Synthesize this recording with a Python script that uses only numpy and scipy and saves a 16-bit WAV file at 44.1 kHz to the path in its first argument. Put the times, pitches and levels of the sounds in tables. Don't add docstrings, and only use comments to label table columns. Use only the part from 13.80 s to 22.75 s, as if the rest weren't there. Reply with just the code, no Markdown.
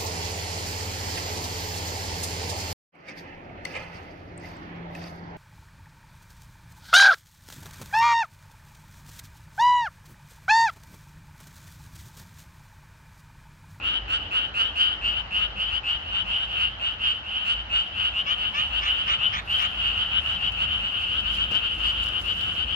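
import sys
import numpy as np
from scipy import signal
from scipy.fft import rfft, irfft, next_fast_len
from scipy.io import wavfile
from scipy.ndimage import uniform_filter1d

SR = 44100
rng = np.random.default_rng(int(sys.argv[2]) if len(sys.argv) > 2 else 0)


def materialize(psi):
    bounded = np.clip(np.atleast_2d(psi).T, -1, 1)
    quanta = np.round(bounded * 32767).astype(np.int16)
    wavfile.write(sys.argv[1], SR, quanta)


N = 394694

# (t/s, level/dB)
NEAR_NOTES = [ (-0.2, .51, 0.9, 2, [(.281, -18), (.508, -17), (.741, -16)]),
              (0, .44, -1, -0.8, [(.023, -19), (.35, -34.5), (.955, -15), (1.508, -18), (1.759, -20.5),
              (2.23, -30.5), (2.445, -25), (2.493, -20.5), (2.66, -28), (2.759, -18.5), (3.194, -19),
              (3.28, -31), (3.43, -28.5), (3.502, -22.5), (3.99, -34), (3.645, -17.5), (4.198, -17.5),
              (4.552, -23), (4.738, -20.1), (4.78, -23), (5.033, -18), (5.14, -22), (5.224, -24),
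              (6.143, -20.5), (6.417, -27.5), (6.765, -18.5), (7.165, -23), (7.248, -23.5), (7.858, -24),
              (8.614, -24.5)]), (5.5, .46, -1.3, -0.3, [(.09, -21), (.572, -22.5), (.798, -22.5),
              (1.004, -19.5), (1.05, -24), (1.321, -24), (1.571, -17.5), (1.893, -21), (2.704, -23.5),
              (2.793, -20.5), (3.556, -26), (4.14, -21), (4.453, -20), (4.601, -20.5), (4.906, -19.5),
              (5.077, -23), (5.388, -17), (5.718, -22.5), (5.93, -27.5), (6.465, -26.5), (6.835, -24),
              (7.1, -24.5), (7.314, -23), (7.98, -24.5), (8.308, -23.5), (8.563, -27), (8.867, -25)]),
              (0.4, -0.43, -1, -1, [(1.212, -19), (2.033, -19.5), (2.295, -23), (2.559, -22.5),
              (2.996, -19.5), (3.235, -17.5), (3.725, -26), (3.897, -16.5), (3.938, -21), (4.328, -19.5),
              (4.945, -26), (5.268, -17.5), (5.675, -18.5), (6.001, -19), (6.985, -24.5), (7.556, -20),
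              (8.021, -18.5), (8.15, -24)]), (6.5, -.44, 0, -0.9, [(1.248, -24.5), (1.812, -25),
              (2.078, -23.5), (2.33, -20.5), (3.03, -28.5), (5.781, -21.5), (6.05, -23.5), (6.307, -17.5),
              (6.563, -25.5), (6.603, -21.5), (6.881, -27), (7.423, -23.5), (7.698, -19.5), (7.792, -25.5),
              (8.213, -26.5), (8.437, -22), (8.752, -24.5)])]
# t/s, level/dB, level change with time since the last near note/dB per s
FAR_COURSE = [(0, -42, -69.5), (3, -41, -69.5), (4.1, -43, -60), (6, -37, -29.5), (8.95, -38, -25)]
SAC_HZ = 2914.4


def gain_of(db):
    return 10 ** (np.asarray(db) / 20)


def evened(x):
    return x / np.sqrt(np.mean(x ** 2) + 1e-20)


def read(points, hz):
    f, value = np.transpose(points)
    return np.interp(np.log(hz + 1), np.log(f + 1), value)


def along(rows):
    s, *columns = np.transpose(rows)
    return [np.interp(np.arange(N) / SR, s, c) for c in columns]


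def add(mix, s, sound):
    part = mix[max(round(s * SR), 0):][:len(sound)]
    part += sound[:len(part)]


def place(mix, s, sound, pan_db, lag_ms):
    add(mix[0], s + lag_ms / 2000, gain_of(pan_db / 2) * sound)
    add(mix[1], s - lag_ms / 2000, gain_of(-pan_db / 2) * sound)


def resonate(x, hz, width):
    turn = np.exp(2j * np.pi * np.cumsum(hz * np.ones(len(x))) / SR)
    r = np.exp(-np.pi * width / SR)
    smooth = signal.lfilter([1 - r], [1, -r], x / turn)
    return 2 * (turn * smooth).real


def noise(spectrum, patchy_db, size=2048):
    # f/Hz, left-right likeness from -1 (opposed) to 1 (alike)
    likeness = [(60, 1), (130, 0.97), (290, 0.81), (640, 0.31), (1410, -0.32), (3100, 0.091), (6820, -0.39),
                (15000, 1)]
    frames, hz = 4 * N // size + 5, np.fft.rfftfreq(size, 1 / SR)
    a, b, c, d, patches = rng.standard_normal((frames, len(hz), 5)).T
    patches = uniform_filter1d(patches, size=12, axis=0)
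    patches = evened(uniform_filter1d(patches, size=10, axis=1))
    same = np.clip(read(likeness, hz), -1, 1)[:, None]
    left = a + 1j * b
    right = same * left + np.sqrt(1 - same ** 2) * (c + 1j * d)
    z = np.array([left, right]) * gain_of(read(spectrum, hz)[:, None] + patchy_db * patches)
    return evened(signal.istft(z, nperseg=size, noverlap=3 * size // 4)[1][:, :N])


def note(hz, overtones_db, low_db=0, jitter=.025, uneven_db=1.2):
    # multiple of the sac pitch, relative level/dB, time to the peak/ms
    sac_rings = [(0.454, -12.5, 1.016), (0.801, -22.5, 1.26), (1, -5, 1.8), (1.246, -27, 1.5),
                 (1.559, -30.5, 1.03), (1.949, -30.5, 0.37), (2.599, -26.5, 0.42), (2.897, -30.5, 1.8)]
    # share of its length, level/dB, pitch factor, pulse rate/Hz before each note's own scatter
    course = [(0, -14, .915, 195), (.25, -5, .96, 208), (.55, -.5, 1.005, 222), (.8, -1, 1.03, 235),
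              (1, -9, 1.035, 240)]
    note_s = .097
    low_early_db = 4
    share, *columns = np.transpose(course)
    u = np.arange(round(note_s * SR)) / (note_s * SR)
    db, bend, rate = (np.interp(u, share, c) for c in columns)

    own_rate = 1 + .04 * rng.standard_normal()
    chance = rng.standard_normal((40, 3))
    pulse_count = np.floor(np.cumsum(rate * own_rate) / SR)
    at = np.flatnonzero(np.diff(pulse_count, prepend=-1))
    chance = chance[:len(at)]
    start = np.maximum(at + (jitter * chance[:, 0] * SR / rate[at]).astype(int), 0)

    t = np.arange(400) / SR
    pulse_hz = (hz * bend[at] * (1 + .008 * chance[:, 1]))[:, None]
    low_ring_db = low_db + low_early_db * (1 - u[at, None])
    rings = 0
    for multiple, ring_db, peak_ms in sac_rings:
        rise = 1000 * t / peak_ms
        swell = (rise * np.exp(1 - rise)) ** 2
        colour_db = ring_db + overtones_db * (multiple > 1.4) + low_ring_db * (multiple < .6)
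        rings = rings + gain_of(colour_db) * swell * np.sin(2 * np.pi * multiple * pulse_hz * t)
    rings = rings * gain_of(db[at] + uneven_db * chance[:, 2])[:, None]

    out = np.zeros(len(u) + 800)
    np.add.at(out, start[:, None] + np.arange(len(t)), rings)
    return out


def near_frogs():
    # t/s, added left over right/dB, added overtones/dB
    turning = [(0, -0.7, 0.8), (3, -0.8, -0.9), (4.8, -0.8, -1), (6.5, -1.4, -2), (7.5, 2.5, 0),
               (8.95, 0.5, 1)]
    scatter_ms, scatter_db = .04, 1.5
    out, (swing_db, shade_db) = np.zeros((2, N)), along(turning)
    for pan_db, lag_ms, overtones_db, low_db, notes in NEAR_NOTES:
        for s, db in notes:
            n, (pitch, lag, colour) = round(s * SR), rng.standard_normal(3)
            note_overtones_db = overtones_db + shade_db[n] + scatter_db * colour
            sound = note(SAC_HZ * (1 + .012 * pitch), note_overtones_db, low_db)
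            place(out, s, gain_of(db) * sound, pan_db + swing_db[n], lag_ms + scatter_ms * lag)
    return out


def squeaks():
    # t/s, starting pitch f/Hz, level/dB
    squeak_notes = [(4.455, 544, -36), (4.732, 554, -34), (5.008, 567, -33.5), (5.262, 589, -33),
                    (5.517, 588, -32.5), (5.782, 585, -34)]
    # f/Hz, width/Hz, level/dB
    throat_resonances = [(1340, 390, 8), (1880, 1400, -4.5), (2380, 840, 3), (3630, 660, -2),
                         (7100, 1270, -14.5), (7700, 3600, -27)]
    squeak_s, top_hz = .096, 630
    fresh_rough, tired_rough, tires_s = .22, .62, 5
    treble_climb = 2.3
    out = np.zeros((2, N))
    for s, first_hz, db in squeak_notes:
        n = round(squeak_s * SR)
        u = np.linspace(0, 1, n)
        rough = fresh_rough if s < tires_s else tired_rough
        hoarse = np.clip(rough + .5 * u ** 4, 0, 1)
        wobble = evened(uniform_filter1d(rng.standard_normal(n), size=60))
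        pitch_hz = first_hz + (top_hz - first_hz) * u ** .8
        turns = np.cumsum(pitch_hz * (1 + .09 * hoarse * wobble)) / SR
        folds = sum(np.cos(2 * np.pi * k * turns) for k in range(1, 15))
        puffs = np.exp(-(turns % 1) / 0.59) * rng.standard_normal(n)
        drive = (1 - hoarse) * evened(folds) + hoarse * evened(puffs)

        opening = 0.844 + 0.17 * u
        throat = 0
        for k, (f, width, ring_db) in enumerate(throat_resonances):
            moving_hz = f * opening ** (treble_climb if f > 5000 else 1)
            ring = resonate(resonate(drive, moving_hz, width), moving_hz, width)
            throat = throat + (-1) ** k * gain_of(ring_db) * ring
        sound = gain_of(db) * evened(throat) * signal.windows.tukey(n, .45)
        place(out, s, sound, -1.2, -.4)
    return out


def field(x):
    t60, dull_hz = .22, 3600
    at = np.arange(100, SR // 2 - 20, 20) + rng.integers(0, 20, (2, (SR // 2 - 101) // 20))
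    strength = rng.choice([-1., 1.], at.shape) * gain_of(-60 * at / SR / t60)
    taps = np.zeros((2, SR // 2))
    np.put_along_axis(taps, at, strength, 1)
    dull = signal.sosfilt(signal.butter(2, dull_hz, fs=SR, output="sos"), x)
    return signal.fftconvolve(dull, taps / np.linalg.norm(taps[0]), axes=1)[:, :N]


def plants():
    # t/s of the peak, level/dB before panning, time to swell or fade by 20 dB/s
    brushes = [(4.8, -64.5, 1.1), (5.73, -52, 0.07), (5.8, -54.5, 0.1), (5.95, -65, .5), (6.5, -57.5, 0.2),
               (7.0, -64, 0.8), (7.25, -62.5, 0.2), (7.55, -49, .08), (7.75, -54.5, 0.09),
               (7.99, -62, 0.22), (8.07, -57.5, .15), (8.24, -45, 0.02), (8.42, -55.5, 0.34),
               (8.6, -60, 0.34), (8.75, -60.5, 0.2)]
    # t/s, starting level/dB before panning
    snaps = [(2.6515, -59), (5.6956, -59), (5.8218, -46), (6.7212, -50), (7.405, -49), (7.501, -61),
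             (7.6441, -56), (7.7115, -49), (7.9494, -60), (8.2612, -44), (8.2857, -47), (8.414, -50),
             (8.61, -47)]
    # f/Hz, relative level/dB per Hz
    leaf_spectrum = [(300, -27.5), (1000, -7), (3000, -1), (6000, -13.5), (9000, -3), (11000, 6),
                     (13000, -2.5), (15500, -12.5)]
    crackles_per_s, crackle_share, patchy_db = 600, .15, 2.5
    t = np.arange(N) / SR
    level = sum(gain_of(db - 20 * abs(t - s) / fade_s) for s, db, fade_s in brushes)
    crackles = (rng.random(N) < crackles_per_s / SR) * gain_of(2.0 * np.minimum(rng.exponential(1, N), 5))
    crackling = evened(signal.lfilter([1], [1, -.95], crackles))
    level = level * (1 - crackle_share + crackle_share * crackling)
    for s, db in snaps:
        add(level, s, gain_of(db - 60 * np.arange(2000) / SR / 0.025))
    pan = gain_of([[-2.5], [10.5]])
    return pan * level * noise(leaf_spectrum, patchy_db, size=256)


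def footfalls(hz=397.0, width=840.0, t60=0.093):
    # t/s, starting level/dB
    steps = [(7.715, -37), (7.75, -35.5), (8.61, -46)]
    out, t = np.zeros(N), np.arange(4000) / SR
    for s, db in steps:
        thud = evened(resonate(rng.standard_normal(len(t)), hz, width))
        add(out, s, gain_of(db - 60 * t / t60) * thud)
    return out


def far_chorus(spread=.03):
    out, per_s, range_db = np.zeros((2, N)), 70, 5
    voices = [note(SAC_HZ * (1 + spread * rng.standard_normal()), -2.5) for _ in range(16)]
    draws = rng.random((1000, 5))
    times = np.cumsum(-np.log(draws[:, 0]) / per_s) - .1
    laggard_db_per_s = along(FAR_COURSE)[1]
    near = np.sort([-.1] + [s for *_, notes in NEAR_NOTES for s, _ in notes])
    for s, (_, who, size, side, lag) in zip(times[times < N / SR], draws):
        late_s = s - near[np.searchsorted(near, s) - 1]
        n = max(round(s * SR), 0) % N
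        db = range_db * size + laggard_db_per_s[n] * late_s
        place(out, s, gain_of(db) * voices[int(16 * who)], 6.6 * side - 2.5, lag - .5)
    return evened(out)


def traffic():
    # t/s, deep drone level/dB, upper drone level/dB (rumble follows it), roar level/dB, tyre wash level/dB
    course = [(0, -44.5, -48, -50.5, -44), (2.4, -42, -48, -57, -44), (3.6, -47, -49.5, -58, -45.5),
              (5, -44.5, -47, -56.5, -43), (6.6, -44.5, -44, -56.5, -43), (7.2, -43, -44.5, -54, -46.5),
              (8.3, -40.5, -43.5, -50.5, -45.5), (8.95, -42.5, -45, -52, -46)]
    # f/Hz, width/Hz
    drone_bands = [(52, 9.6), (74, 34)]
    # f/Hz, relative level/dB per Hz
    rumble_spectrum = [(30, -18), (60, -7.5), (100, 1.9), (150, -9), (195, -2), (250, -13), (400, -46.5),
                       (5000, -67)]
    roar_spectrum = [(180, -18), (290, 1.2), (400, -6), (520, -2), (700, -16.5), (5000, -70)]
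    wash_spectrum = [(450, -13), (620, -3), (800, 0.3), (1050, -4.5), (1500, -3), (2200, -12), (4000, -24),
                     (7000, -35.5), (9500, -56), (15000, -63.5)]
    *drones_db, roar_db, wash_db = along(course)
    rumble_db = drones_db[1] - 2.5
    drones = 0
    for db, (hz, width) in zip(drones_db, drone_bands):
        hums = rng.standard_normal((2, N))
        mid, side = (evened(resonate(resonate(v, hz, width), hz, width)) for v in hums)
        drones = drones + gain_of(db) * (mid + gain_of(-20.0) * np.outer([1, -1], side))
    layers = (rumble_db, rumble_spectrum), (roar_db, roar_spectrum), (wash_db, wash_spectrum)
    return drones + sum(gain_of(db) * noise(spectrum, 1.1) for db, spectrum in layers)


def scene():
    frogs = near_frogs() + squeaks()
    echoes = gain_of(-9) * field(frogs)
    chorus = gain_of(along(FAR_COURSE)[0]) * far_chorus()
    return frogs + echoes + plants() + footfalls() + chorus + traffic()


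def record(dry):
    # f/Hz, left level/dB, right level/dB
    ports = np.array([(1130, -0.46, -0.07), (3230, 8, 7), (4250, 8, 7.5), (5430, -1, 8), (7000, -31.5, 2.5),
                      (8790, -32, -9), (11400, -15.5, -15.5), (15000, -16.5, -12.5)])
    hiss_db, edge_hz = -86, 15700
    size = next_fast_len(N)
    hz = np.fft.rfftfreq(size, 1 / SR)
    colour = gain_of([read(ports[:, [0, side]], hz) for side in (1, 2)])
    coloured = irfft(rfft(dry, size) * colour, size)[:, :N]
    heard = coloured + gain_of(hiss_db) * rng.standard_normal(dry.shape)
    band = signal.firwin(511, edge_hz, window=("kaiser", 9), fs=SR)
    return signal.oaconvolve(heard, band[None], "same")


dry = scene()
out = record(dry)
materialize(out)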